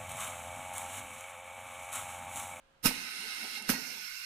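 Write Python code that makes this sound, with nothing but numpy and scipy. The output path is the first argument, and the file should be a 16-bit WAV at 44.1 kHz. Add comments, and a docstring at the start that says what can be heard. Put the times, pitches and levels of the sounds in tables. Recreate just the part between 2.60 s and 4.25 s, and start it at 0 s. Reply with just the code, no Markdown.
"""A pneumatic piston filler makes one stroke out and one back, on a bench in a small room.
The stereo microphones stand close by, the right one facing the exhaust. At each reversal the valve
dumps a blast of air, the piston thumps and metal clacks on the frame; then the exhaust hisses on
through the ringing steel housing. Underneath, a thin stream of liquid gurgles faintly, the nozzle
ticks shut, and an idle whine fades into the room tone."""
import sys
import numpy as np
from scipy import signal
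from scipy.fft import rfft, irfft
from scipy.io import wavfile
from scipy.ndimage import uniform_filter1d

SR = 44100
rng = np.random.default_rng(int(sys.argv[2]) if len(sys.argv) > 2 else 0)


def output_pcm(signal):
    """Save a mono or channel-first signal as 16-bit PCM at the path in sys.argv[1].

    Samples are clipped to [-1, 1] before scaling.
    """
    pcm = np.clip(np.atleast_2d(signal).T, -1, 1) * 32767
    wavfile.write(sys.argv[1], SR, np.round(pcm).astype(np.int16))


N = 72765
T = np.arange(N) / SR
HZ = np.fft.rfftfreq(N, 1 / SR)

# reverberation of the small room: f/Hz, t60/s
ROOM_DECAY = [(100, 0.93), (250, 0.42), (400, 0.42), (2000, 0.47), (6000, 0.89), (14000, 0.25)]
# colour of the room tone: f/Hz, relative level/dB
ROOM_TONE_COLOUR = [(25, -92.5), (60, -95.5), (170, -99), (350, -105), (750, -101), (1500, -102),
                    (2000, -106), (3000, -106), (5000, -114), (9000, -119), (14000, -129)]
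# room tone at the left microphone against the right: f/Hz, level/dB
ROOM_TONE_SHADE = [(3000, -2.5), (5000, -8), (9000, -17)]
# whine of the idle machine: f/Hz, left level/dB, right level/dB
WHINE = [(541.5, -75.5, -81), (1615, -91, -82)]
# colour of the vessel that takes the stream: f/Hz, relative level/dB
VESSEL_COLOUR = [(180, -12), (240, 1), (320, -5.5), (450, -1), (600, -7), (850, 6), (1000, -0.5)]
# splashing of the stream: t/s, level/dB
SPLASHING = [(.3, -52.5), (.46, -67), (.55, -68.5), (.62, -60.5), (.79, -65.5), (.84, -56), (.92, -67),
             (1.0, -60), (1.22, -58.5), (1.38, -61.5), (1.52, -100)]
# larger gulps of liquid: t/s, starting f/Hz, level/dB
LIQUID_GULPS = [(.59, 194, -47), (.823, 220, -43), (.838, 742, -42), (.972, 816, -42), (1.01, 214, -45)]
# modes of the steel frame: f/Hz, relative level/dB, t60/s
FRAME_MODES = [(257.6, -24, 0.19), (486, -29.5, 0.11), (908, -28.5, 0.062), (1014, -26, 0.029),
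               (1470, -26, 0.023), (1628, -19.5, 0.016), (1907, -21.5, 0.092), (2253, -26.5, 0.076),
               (2480, -19.5, 0.033)]
# clacks of the piston rod and valve: t/s, gain/dB, favoured f/Hz
METAL_CLACKS = [(0.2545, -0.5, 854), (0.2681, -1.5, 2720), (0.3096, -7.5, 905), (1.0942, 0.5, 1510),
                (1.126, -17, 1450), (1.137, -8.5, 920)]
# piston thumps and their rebounds: t/s, level/dB
PISTON_THUMPS = [(0.238, -40), (0.2535, -20), (0.2845, -37), (1.0934, -21.8), (1.1255, -38), (1.143, -40)]
# resonances of the housing: f/Hz, width/Hz, lift going out/dB, lift coming back/dB
HOUSING_RESONANCES = [(1275.5, 85, 10.5, 5), (1479, 157, 9.5, 11.5), (2127, 176, 10, 7.5),
                      (2293, 290, 2, 6.5), (2566, 293, 4, 6.5), (2777, 163, 10.5, 12), (3865, 360, 7, 3.5),
                      (4380, 585, 9, 10.5), (5378, 660, 12.5, 11), (6230, 345, 8, 9),
                      (9270, 1170, 8.5, 8.5), (11560, 910, 6, 5.5)]
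# exhaust blasts: peak t/s, level/dB, rise/(dB/s), fall/(dB/s), tilt/(dB/octave)
AIR_BLASTS = [(0.2591, -16, 856, 449, -0.28), (1.1004, -19.5, 1250, 557, -0.2)]
# exhaust flow on the stroke out and the stroke back: t/s, level/dB
OUT_FLOW = [(.25, -30.5), (.34, -37), (.53, -38), (.62, -37), (.88, -36.5), (.98, -36.5), (1.02, -42.5),
            (1.06, -43), (1.09, -37.5)]
BACK_FLOW = [(1.09, -28), (1.17, -36.5), (1.38, -38), (1.57, -38.5), (1.65, -39)]
# broad colour of the air jet in a blast and on each stroke: f/Hz, relative level/dB
BLAST_JET = [(30, 5), (110, -2), (250, 3.5), (380, -1), (500, 3), (750, -4), (1000, 0), (1500, -2.5),
             (2600, -4), (4600, -1.5), (7300, -0.5), (9500, 0.5), (13500, 4.5), (15500, -1.5)]
OUT_JET = [(100, -39), (300, -9), (600, -17), (830, -3), (1150, -7), (1700, 0.5), (3200, 1.5), (5500, -6),
           (7200, -3), (9500, -5), (12300, -4), (15000, -13)]
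BACK_JET = [(300, -47), (620, -36), (900, -13.5), (1150, -5), (1700, -1), (3300, -1.5), (5500, -2.5),
            (7200, -1.5), (9500, -8), (12300, 0.5), (15000, -6.5)]
# the same jets at the left microphone against the right: f/Hz, level/dB
BLAST_SHADE = [(200, -4.5), (600, -17), (1400, -6.5), (2500, -3), (3400, 2), (4500, -22), (5600, -10.5),
               (7500, -25), (12000, -23), (14500, -18)]
OUT_SHADE = [(250, -6), (800, -18), (1350, -1), (2200, -9), (2800, -7), (3300, -6.5), (4400, -4.5),
             (5000, -6), (5500, -18), (7500, -22), (12000, -24), (14500, -12)]
BACK_SHADE = [(250, -3), (800, -10), (1400, -5), (2300, -10.5), (2800, -7), (3400, -1.5), (4400, -14.5),
              (5500, -14), (7500, -25), (12000, -25.5), (14500, -17)]


def amp(db):
    """Decibels to gain."""
    return 10 ** (np.asarray(db) / 20)


def unit_rms(x):
    """Scales to rms 1."""
    return x / np.sqrt(np.mean(x ** 2) + 1e-20)


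def curve_at(points, hz=HZ):
    """Reads a curve on a log-frequency axis."""
    f, value = np.transpose(points)
    return np.interp(np.log(hz + 1), np.log(f), value)


def envelope(points):
    """Gain over time from a dB curve, silent before it starts."""
    s, db = np.transpose(points)
    return amp(np.interp(T, s, db)) * (T > s[0])


def decay(t, t60):
    """Exponential decay by 60 dB in t60."""
    return np.exp(-np.log(1000) * t / t60)


def add(mix, s, sound):
    """Mixes a sound in at s seconds."""
    part = mix[round(s * SR):][:len(sound)]
    part += sound[:len(part)]


def stereo_noise(gain, shade, mono_hz=200):
    """Coloured noise: rms 1 at the right microphone, shaded at the left, alike at both in the bass."""
    apart, facing = rfft(rng.standard_normal((2, N))) * gain
    shared = 1 / (1 + (HZ / mono_hz) ** 2)
    left = irfft((shared * facing + np.sqrt(1 - shared ** 2) * apart) * amp(curve_at(shade)), N)
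    right = irfft(facing, N)
    return np.array([left, right]) / right.std()


def in_room(dry, reverb_db):
    """The direct sound plus sparse reflections off the walls, each band dying at its own speed."""
    gap = 20  # mean samples between reflections
    slots = np.arange(10 * gap, SR, gap)[:-1]
    arrivals = slots + rng.integers(0, gap, (2, len(slots)))
    taps = np.zeros((2, SR))
    np.put_along_axis(taps, arrivals, rng.choice([-1., 1.], arrivals.shape), 1)
    hz, t, bands = signal.stft(taps, SR, nperseg=256)
    tail = signal.istft(bands * amp(-60 * t / curve_at(ROOM_DECAY, hz)[:, None]), SR, nperseg=256)[1]
    reverb = signal.fftconvolve(np.atleast_2d(dry), tail / np.linalg.norm(tail[0]), axes=1)[:, :N]
    return dry + amp(reverb_db) * reverb


def room_tone(air_db=-66.5, fade_s=0.32):
    """Quiet air all round, and a faint whine that dies away once the machine has started."""
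    whine = sum(amp([[left], [right]]) * np.sqrt(2) * np.sin(2 * np.pi * hz * T)
                for hz, left, right in WHINE)
    idle = np.clip(1 - (T - AIR_BLASTS[0][0]) / fade_s, 0, 1)
    return amp(air_db) * stereo_noise(amp(curve_at(ROOM_TONE_COLOUR)), ROOM_TONE_SHADE) + whine * idle


def bubble_tone(hz, t, glide_per_s=1.44):
    """A ringing bubble, its pitch gliding up from hz."""
    return np.sin(2 * np.pi * hz * t * (1 + glide_per_s * t / 2))


def liquid(bubbles_per_s=1100, decay_cycles=4.7, gulp_rise_s=0.0069):
    """Midway between the microphones, the stream stirs up many small bubbles and a few larger gulps."""
    t = T[:SR // 5]
    wash, gulps = np.zeros(N), np.zeros(N)
    pitches_hz = np.geomspace(184.8, 974, num=24)
    for hz in pitches_hz:
        births = (rng.random(N) < bubbles_per_s / len(pitches_hz) / SR) * rng.standard_normal(N)
        bubble = (1 - np.exp(-t * hz)) * np.exp(-t * hz / decay_cycles) * bubble_tone(hz, t)
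        wash += amp(curve_at(VESSEL_COLOUR, hz)) * signal.fftconvolve(births, bubble)[:N]
    for s, hz, db in LIQUID_GULPS:
        swell = (1 - np.exp(-t / gulp_rise_s)) * decay(t, t60=0.075)
        add(gulps, s, amp(db) * swell * bubble_tone(hz, t))
    return in_room(unit_rms(wash) * envelope(SPLASHING) + gulps, reverb_db=-3)


def nozzle(shut_s=1.0235, peak_db=-36.5, decay_s=0.0009, centre_hz=8700, half_width_hz=2600):
    """One small soft tick on the right as the nozzle shuts."""
    age = np.maximum(T - shut_s, 0) / decay_s
    snap = stereo_noise(1 / (1 + ((HZ - centre_hz) / half_width_hz) ** 2), BLAST_SHADE)
    return amp(peak_db) * snap * age * np.exp(1 - age)


def clamp_chatter(hits_per_s=490, gain_db=-25, peak_delay_s=0.035):
    """Loose clamps tap the frame, hardest just after each blast."""
    shaking = T / peak_delay_s * np.exp(-(T / peak_delay_s) ** 2 / 2)
    chatter = np.zeros(N)
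    for s, *_ in AIR_BLASTS:
        hits = rng.choice([-1., 1.], N) * (rng.random(N) < hits_per_s / SR)
        add(chatter, s, amp(gain_db) * shaking * hits)
    return chatter


def frame(spread_octaves=0.26, crack_db=-33.5, left_db=-9):
    """The steel frame rings to the right: clamps stir all its modes, a clack those near its pitch."""
    modes = np.array([amp(db) * decay(T, t60) * np.sin(2 * np.pi * hz * T)
                      for hz, db, t60 in FRAME_MODES])
    mode_hz = np.transpose(FRAME_MODES)[0]
    metal = signal.fftconvolve(clamp_chatter(), modes.sum(0))[:N]
    for s, db, hz in METAL_CLACKS:
        nearness = 1 / (1 + (np.log2(mode_hz / hz) / spread_octaves) ** 2)
        crack = amp(crack_db) * rng.standard_normal(N) * decay(T, t60=0.036)
        add(metal, s, amp(db) * (nearness @ modes + crack))
    return in_room(metal * amp([[left_db], [0]]), reverb_db=-5)


def piston(length_s=0.0135, start_hz=200, rise_hz_per_s=4500, octave_share=0.089, one_way_push=0.06):
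    """Each reversal shoves the bench for a few cycles; the bench rocks back more weakly."""
    t = np.arange(0, length_s, 1 / SR)
    phase = 2 * np.pi * (start_hz + rise_hz_per_s * t / 2) * t
    swing = np.sin(phase) - octave_share * np.cos(2 * phase) - one_way_push
    shove = np.sin(np.pi * t / length_s) * swing
    thumps = np.zeros(N)
    for s, db in PISTON_THUMPS:
        add(thumps, s, amp(db) * shove)
    return in_room(thumps, reverb_db=-13.5)


def housing(echo_db=-7):
    """The steel housing colours the air: a fine ripple from inner echoes, and resonances per stroke."""
    echoes = rng.standard_normal((2, N)) * decay(T, t60=0.12)
    ripple = abs(1 + amp(echo_db) * rfft(echoes / np.linalg.norm(echoes[0])))
    lifts_db = np.zeros((2, len(HZ)))
    for hz, width, out, back in HOUSING_RESONANCES:
        lifts_db += np.outer([out, back], 1 / (1 + (2 * (HZ - hz) / width) ** 4))
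    return ripple, lifts_db


def turbulence(hiss, depth_db=1.8):
    """Turbulence lets each narrow band of the hiss swell and sink by itself."""
    bands = signal.stft(hiss, nperseg=1024, noverlap=768)[2]
    patches = rng.standard_normal(bands.shape[1:])
    for _ in range(2):  # smooth across frequency and time
        patches = uniform_filter1d(uniform_filter1d(patches, size=3, axis=0), size=7, axis=1)
    return signal.istft(bands * amp(depth_db * unit_rms(patches)), nperseg=1024, noverlap=768)[1][:, :N]


def stroke_hiss(flow, gain, shade, full_flow_db=-30, dull_hz=7100, dulling_db_per_db=0.42):
    """Air hisses out while the piston travels; a weaker flow loses its treble first."""
    jet = turbulence(stereo_noise(gain, shade))
    body = irfft(rfft(jet) / (1 + (HZ / dull_hz) ** 6), N)
    treble_share = np.minimum(flow / amp(full_flow_db), 1) ** dulling_db_per_db
    return flow * (body + (jet - body) * treble_share)


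def air_blasts(ripple, lifts_db, lift_share=0.7, swell_s=0.035, fade_in_s=0.016):
    """At each reversal a blast of air swells quickly to its peak and dies away."""
    blasts = np.zeros((2, N))
    for (s, db, rise, fall, tilt), lift_db in zip(AIR_BLASTS, lifts_db):
        colour_db = curve_at(BLAST_JET) + lift_share * lift_db + tilt * np.log2(HZ + 1)
        fade_in = np.clip((T - s + swell_s) / fade_in_s, 0, 1)
        burst = amp(db - np.maximum(rise * (s - T), fall * (T - s)))
        blasts += stereo_noise(ripple * amp(colour_db), BLAST_SHADE) * fade_in * burst
    return blasts


def exhaust():
    """Blasts and hiss leave through the housing, close to the right microphone."""
    ripple, lifts_db = housing()
    air = air_blasts(ripple, lifts_db)
    out_flow = envelope(OUT_FLOW) * (T < AIR_BLASTS[1][0])  # ends at the second blast
    air += stroke_hiss(out_flow, ripple * amp(curve_at(OUT_JET) + lifts_db[0]), OUT_SHADE)
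    air += stroke_hiss(envelope(BACK_FLOW), ripple * amp(curve_at(BACK_JET) + lifts_db[1]), BACK_SHADE)
    return in_room(air, reverb_db=-19)


def scene():
    """The machine, the liquid and the room as they reach the microphones."""
    return exhaust() + piston() + frame() + nozzle() + liquid() + room_tone()


def record(dry):
    """The recorder's band limit, at 15.5 kHz."""
    lowpass = signal.firwin(511, 15500, window=("kaiser", 9), fs=SR)
    return signal.oaconvolve(dry, lowpass[None], "same")


dry = scene()
out = record(dry)
output_pcm(out)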